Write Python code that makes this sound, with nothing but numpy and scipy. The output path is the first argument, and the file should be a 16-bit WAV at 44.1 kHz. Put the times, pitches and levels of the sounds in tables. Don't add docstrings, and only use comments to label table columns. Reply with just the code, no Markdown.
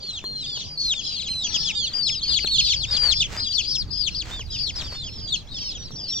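import sys
import numpy as np
from scipy import signal
from scipy.fft import rfft, irfft
from scipy.io import wavfile
from scipy.ndimage import uniform_filter1d

SR = 44100
rng = np.random.default_rng(int(sys.argv[2]) if len(sys.argv) > 2 else 0)


def wrap_up_sound(samples):
    columns = np.atleast_2d(samples).T
    tamed = np.clip(columns, -1, 1)
    steps = np.round(tamed * 32767).astype(np.int16)
    wavfile.write(sys.argv[1], SR, steps)


N = 273420


def chicks():
    # start in seconds, length in seconds, opening pitch in Hz, sag in Hz per second,
    # closing drop in Hz, nominal level in dB, left-right difference in dB.
    near_calls = [(0.0, 0.12, 4700, 605.5, 1700, -38.5, 2), (0.025, 0.17, 4420, 3506.5, 1275, -34.5, -0.5),
                  (0.237, 0.23, 4267, 605, 1517, -32.5, 1.5), (0.445, 0.14, 3750, 2789, 713, -36, 0),
                  (0.456, 0.18, 5000, 4000, 1657, -35, 3), (0.596, 0.04, 4210, 19988, 657, -39, -2),
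                  (0.629, 0.14, 4660, -2600, 548, -39.5, 3), (0.772, 0.17, 4557, 3302, 1556, -24.5, 2),
                  (0.934, 0.086, 3725, 3590, 847, -33, 7), (1.044, 0.037, 4520, 28001.5, 482, -33, -6),
                  (1.051, 0.14, 4225, 1808, 1042, -35.5, -2.5), (1.153, 0.14, 4410, 4009, 1696, -34.5, 3.5),
                  (1.032, 0.2, 5456, 7501, 1580, -34.5, 8), (1.276, 0.2, 4210, 1494, 1386, -27.5, -2),
                  (1.421, 0.094, 4940, 4799, 503, -37.5, 10), (1.433, 0.2, 6100, 4000, 1505, -36, 11.5),
                  (1.534, 0.107, 4910, -500, 808, -27.5, -2), (1.539, 0.036, 4010, 20193.5, 723, -24, 8),
                  (1.589, 0.11, 5370, -2200, 3400, -38, 23), (1.643, 0.075, 3586, 4991, 1038, -26, 3.5),
                  (1.745, 0.12, 3900, 7088, 352, -30, -9.5), (1.748, 0.14, 4844, 4596.5, 963, -28, 1),
                  (1.932, 0.17, 4900, 2999, 2272, -26.5, 9), (2.022, 0.18, 4990, -2100, 1513, -28.5, 5.5),
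                  (2.056, 0.1, 4245, 7008.5, 868, -31.5, 3.5),
                  (2.214, 0.17, 4620, 3495.5, 1080, -27.5, 0.5),
                  (2.275, 0.12, 4970, 3997.5, 2482, -25.5, 11.5), (2.295, 0.053, 3930, 9795, 590, -28, 4.5),
                  (2.393, 0.089, 4780, 3107, 2110, -26.5, 8), (2.468, 0.11, 4460, 1194, 406, -23.5, 0.5),
                  (2.51, 0.072, 3960, 5999.5, 763, -31, -18.5), (2.571, 0.17, 4537, 4506.5, 1793, -27, 9),
                  (2.579, 0.035, 4195, 24918, 876, -17.5, -2), (2.588, 0.19, 5070, -4000, 1920, -31.5, 1),
                  (2.641, 0.11, 4900, 4605, 1133, -23.5, 5), (2.657, 0.07, 4710, 14001.5, 670, -27, -5),
                  (2.762, 0.093, 4800, 6699.5, 1783, -28, 7), (2.906, 0.076, 5040, 4692.5, 2045, -23, 4.5),
                  (2.961, 0.18, 4900, 2798.5, 2150, -22.5, 11),
                  (3.095, 0.14, 4870, -3000, 1723, -28.5, 4.5), (3.121, 0.15, 4420, 3502.5, 1410, -34.5, 5),
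                  (3.2, 0.033, 3950, 22008.5, 680, -17, 0), (3.37, 0.23, 5070, 2711, 2057, -30, 5),
                  (3.393, 0.1, 4800, 12995.5, 640, -31, 5), (3.522, 0.054, 5135, 3002, 1096, -34, 31),
                  (3.577, 0.039, 3730, 10000, 810, -21.5, 7), (3.642, 0.13, 4835, 1, 2146, -29.5, 9),
                  (3.669, 0.16, 5235, -400, 1604, -27.5, 6.5), (3.903, 0.18, 5007, 1988, 2310, -31, 8.5),
                  (3.966, 0.087, 5195, 4006, 935, -36.5, 27), (4.062, 0.034, 3830, 17994, 854, -25.5, 9.5),
                  (4.143, 0.084, 5170, 2985, 2310, -29, 5.5), (4.309, 0.12, 3723, 1691.5, 1455, -36, -1.5),
                  (4.5, 0.21, 5130, 3296, 2284, -31.5, 2.5), (4.516, 0.059, 3475, 11401, 227.5, -37.5, -2),
                  (4.584, 0.097, 5096, 6005, 1070, -32.5, 11), (4.754, 0.071, 5390, 1510, 3095, -32.5, 5),
                  (4.838, 0.21, 4824, 3581.5, 850, -37, 0), (4.947, 0.15, 3664, 1195, 1075, -39, -1),
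                  (5.031, 0.175, 4850, -5500, 2680, -41, -1), (5.178, 0.15, 5250, 5196, 408, -36, -3.5),
                  (5.319, 0.043, 3867, 12716.5, 633, -22, 6), (5.513, 0.079, 3875, 3008, 920, -37.5, 4),
                  (5.54, 0.19, 5314, -1500, 2080, -33.5, -1.5), (5.573, 0.21, 4840, 5002, 1303, -39, 2),
                  (5.769, 0.12, 5830, -1500, 3270, -42, -3), (5.956, 0.19, 5360, 6993.5, 1410, -34.5, 2.5),
                  (6.077, 0.13, 5430, -2600, 100, -29, 1)]
    hooked_starts_s = [1.036, 2.214, 3.394, 3.521, 3.668, 3.973, 4.141, 4.578, 5.952]
    burred_starts_s = [0.773, 1.584, 2.033, 2.393, 2.572, 2.755, 2.903, 3.097, 3.905, 4.503, 4.749]
    scoop_hz, hook_hz = 400, 1600
    far_count, far_top_db, far_range_db = 360, -27, 13

    def listed(start_s, starts_s):
        return np.abs(np.subtract(starts_s, start_s)).min() < .006

    near, far = np.zeros((2, 2, N))
    for start_s, *call in near_calls:
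        hooked = listed(start_s, hooked_starts_s)
        burred = listed(start_s, hooked_starts_s + burred_starts_s)
        held = call[0] > .1
        add(near, start_s, peep(*call, hook_hz if hooked else scoop_hz * held, burred))

    chances = rng.random((far_count, 6))
    for k, (like, late, size, faint, side, arch) in enumerate(chances):
        heard = near_calls[k % len(near_calls)]
        model = near_calls[int(like * len(near_calls))]
        level_db = heard[5] / 2 + far_top_db - far_range_db * faint
        pitches = np.multiply(model[2:5], .85 + 0.26 * size)
        call = peep(0.7 * model[1], *pitches, level_db, 12 * side - 4, hook_hz * arch ** 2, arch > .5)
        start_s = max(heard[0] + heard[1] * late - .05, 0)
        add(far, start_s, call)
    return near, far


def peep(length_s, open_hz, sag_hz_per_s, drop_hz, level_db, pan_db, scoop_hz=0, burred=False):
    # frequency in Hz, overtone level against the whistle in dB.
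    overtone_levels = [(6500, -7.5), (8600, -28), (9800, -50.5), (11200, -39.5), (14500, -44.5)]
    # side tone offset in burr steps from the whistle, level in dB.
    burr_tones = [(-1, -18), (1, -11)]
    scoop_s, drop_s, swell_s, fade_s = .009, .019, .023, .007
    swell_db, sink_db = -2.5, -7.5
    break_hz, break_width_hz, break_jump_hz = 3650, 200, 260
    throat_hz, throat_db = 3284, 2
    lag_s = 0.000063

    t = np.arange(0, length_s + .005, 1 / SR)
    ports = np.array([[.5], [-.5]])

    closing = np.exp((t - length_s) / drop_s)
    pitch_hz = open_hz - sag_hz_per_s * t - drop_hz * closing
    pitch_hz -= scoop_hz * np.exp(-t / scoop_s)
    near_break = np.exp(-.5 * ((pitch_hz - break_hz) / break_width_hz) ** 2)
    pitch_hz -= (open_hz > 4000) * break_jump_hz * near_break
    pitch_hz = np.maximum(pitch_hz, 2100)

    effort_db = level_db + swell_db * np.exp(-t / swell_s) + sink_db * closing ** 3
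    effort_db += throat_db * np.exp(-.5 * ((pitch_hz - throat_hz) / break_width_hz) ** 2)
    effort_db += 2.2 * drift(len(t), 300)
    pitch_hz *= 1 + .003 * drift(len(t), 400)

    side, step = rng.random(2)
    lag = np.copysign(.5 + abs(side - .5), side - .5)
    turns = np.cumsum(pitch_hz) / SR - ports * pitch_hz * lag * lag_s
    tone = np.sin(2 * np.pi * turns)
    for k in (2, 3):
        tone += amp(read(overtone_levels, k * pitch_hz)) * np.sin(2 * np.pi * k * turns)

    if burred:
        high = np.clip((pitch_hz - 4000) / 400, 0, 1)
        slow_turns = np.interp(step, (0, 1), (380, 540)) * t
        tone += high * sum(amp(db) * np.sin(2 * np.pi * (turns + k * slow_turns)) for k, db in burr_tones)

    to_edge_s = np.minimum(t, t[-1] - t)
    fade = np.sin(np.pi / 2 * np.minimum(to_edge_s / fade_s, 1)) ** 2
    return np.sqrt(2) * tone * amp(effort_db + pan_db * ports) * fade


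def feet():
    # start in seconds, length in seconds, nominal level in dB.
    scuffs = [(1.861, 0.2, -44.5), (2.253, 0.12, -43), (2.847, 0.19, -38), (2.974, 0.18, -33.5),
              (3.251, 0.2, -35), (4.201, 0.21, -38.5), (4.714, 0.2, -40.5), (4.887, 0.1, -41.5)]
    # frequency in Hz, relative density in dB per Hz.
    grit_spectrum = [(200, -5.5), (1700, -3), (7500, -11.5), (9500, -31)]
    # start in seconds, nominal peak level in dB.
    knocks = [(0.241, -35), (0.574, -43), (0.938, -44), (1.563, -39), (2.446, -30.5), (4.394, -38.5),
              (4.925, -39), (5.907, -43)]

    size_db = 8.2 * rng.exponential(1, N).clip(0, 2.5)
    struck = rng.random(N) < .12
    grains = evened(amp(size_db) * rng.standard_normal(N) * struck)
    grit = evened(coloured(grains + 0.96 * rng.standard_normal((2, N)), grit_spectrum))
    stroke = np.zeros((1, N))
    for start_s, length_s, level_db in scuffs:
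        add(stroke, start_s, amp(level_db) * signal.windows.tukey(round(length_s * SR), 1)[None])

    out, t = np.zeros((2, N)), np.arange(900) / SR
    for start_s, level_db in knocks:
        ring = np.zeros((2, len(t)))
        for mode_hz in (520, 950, 1600):
            detune = rng.uniform(0.65, 1.188, (2, 1))
            ring += np.sin(2 * np.pi * mode_hz * detune * t)
        decay = amp(level_db - 60 * t / 0.022)
        add(out, start_s, decay * (1.5 * ring + .35 * rng.standard_normal((2, len(t)))))
    return out + stroke * grit


def horn():
    # pitch in Hz, start in seconds, end in seconds, nominal level of each harmonic in dB.
    notes = [(330, 1.45, 1.62, -59), (433, 1.4, 1.8, -61)]
    out = np.zeros((2, N))
    for pitch_hz, start_s, end_s, level_db in notes:
        t = np.arange(0, end_s - start_s, 1 / SR)
        turns = np.cumsum(pitch_hz * (1 + .004 * drift(len(t), 3000))) / SR
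        note = np.zeros((2, len(t)))
        for k in range(1, 7):
            flicker = amp(4.5 * drift(len(t), 900))
            note += flicker * np.sin(2 * np.pi * (k * turns + rng.random((2, 1))))
        add(out, start_s, amp(level_db) * note * signal.windows.tukey(len(t), .4))
    return out


def yard(x):
    size = 8000
    signs = rng.choice([-1., 1.], (2, size))
    present = rng.random((2, size)) < .05
    echoes = signs * present * amp(-60 * np.arange(size) / SR / 0.16)
    return signal.fftconvolve(x, echoes / np.linalg.norm(echoes[0]), axes=1)[:, :N]


def air():
    # frequency in Hz, relative density in dB per Hz.
    wash_spectrum = [(20, 1), (140, -3.5), (450, -18.5), (1500, -30), (6000, -31), (9500, -56)]
    # frequency in Hz, left-right likeness from 0 to 1.
    likeness = [(30, 0.076), (200, 1), (800, 0.44), (3000, 0.71)]
    # time in seconds, nominal level in dB.
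    gust_levels = [(0, -64), (3.102, -34), (3.7, -44.5), (4.5, -35), (6.2, -50)]
    # frequency in Hz, relative density in dB per Hz.
    gust_spectrum = [(25, 1.5), (58, 5), (140, -4.5), (300, -52.5)]
    wash_db = -41.5

    a, b, c, d, patches = rng.standard_normal((N // 256 + 5, 513, 5)).T
    hz = np.fft.rfftfreq(1024, 1 / SR)
    patches = evened(uniform_filter1d(uniform_filter1d(patches, 10, 0), 12, 1))
    same = np.clip(read(likeness, hz), -1, 1)[:, None]
    left = a + 1j * b
    right = same * left + np.sqrt(1 - same ** 2) * (c + 1j * d)
    spectra = np.array([left, right]) * amp(read(wash_spectrum, hz)[:, None] + 2.24 * patches)
    wash = amp(wash_db) * evened(signal.istft(spectra, nperseg=1024, noverlap=768)[1][:, :N])

    noise = rng.standard_normal((3, N))
    gusts = evened(coloured(noise[:2] + 1.26 * noise[2], gust_spectrum))
    return wash + gusts * amp(np.interp(np.arange(N) / SR, *np.transpose(gust_levels)))


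def drift(size, hold):
    return evened(uniform_filter1d(uniform_filter1d(rng.standard_normal(size), hold), hold))


def coloured(x, points):
    return irfft(rfft(x) * amp(read(points, np.fft.rfftfreq(N, 1 / SR))), N)


def read(points, hz):
    f, value = np.transpose(points)
    return np.interp(np.log(hz + 1), np.log(f + 1), value)


def evened(x):
    return x / np.sqrt(np.mean(x ** 2) + 1e-20)


def amp(db):
    return 10 ** (np.asarray(db) / 20)


def add(mix, start_s, sound):
    part = mix[:, round(start_s * SR):][:, :sound.shape[1]]
    part += sound[:, :part.shape[1]]


def scene():
    near, far = chicks()
    near = near + feet()
    echoes = yard(amp(-16) * near + amp(-3.0) * far)
    return near + amp(1.5) * far + echoes + horn() + air() * amp([[-.7], [.7]])


def record(dry):
    edge_hz = 15900
    lowpass = signal.firwin(511, edge_hz, window=("kaiser", 9), fs=SR)
    return signal.oaconvolve(dry, lowpass[None], "same")


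dry = scene()
out = record(dry)
wrap_up_sound(out)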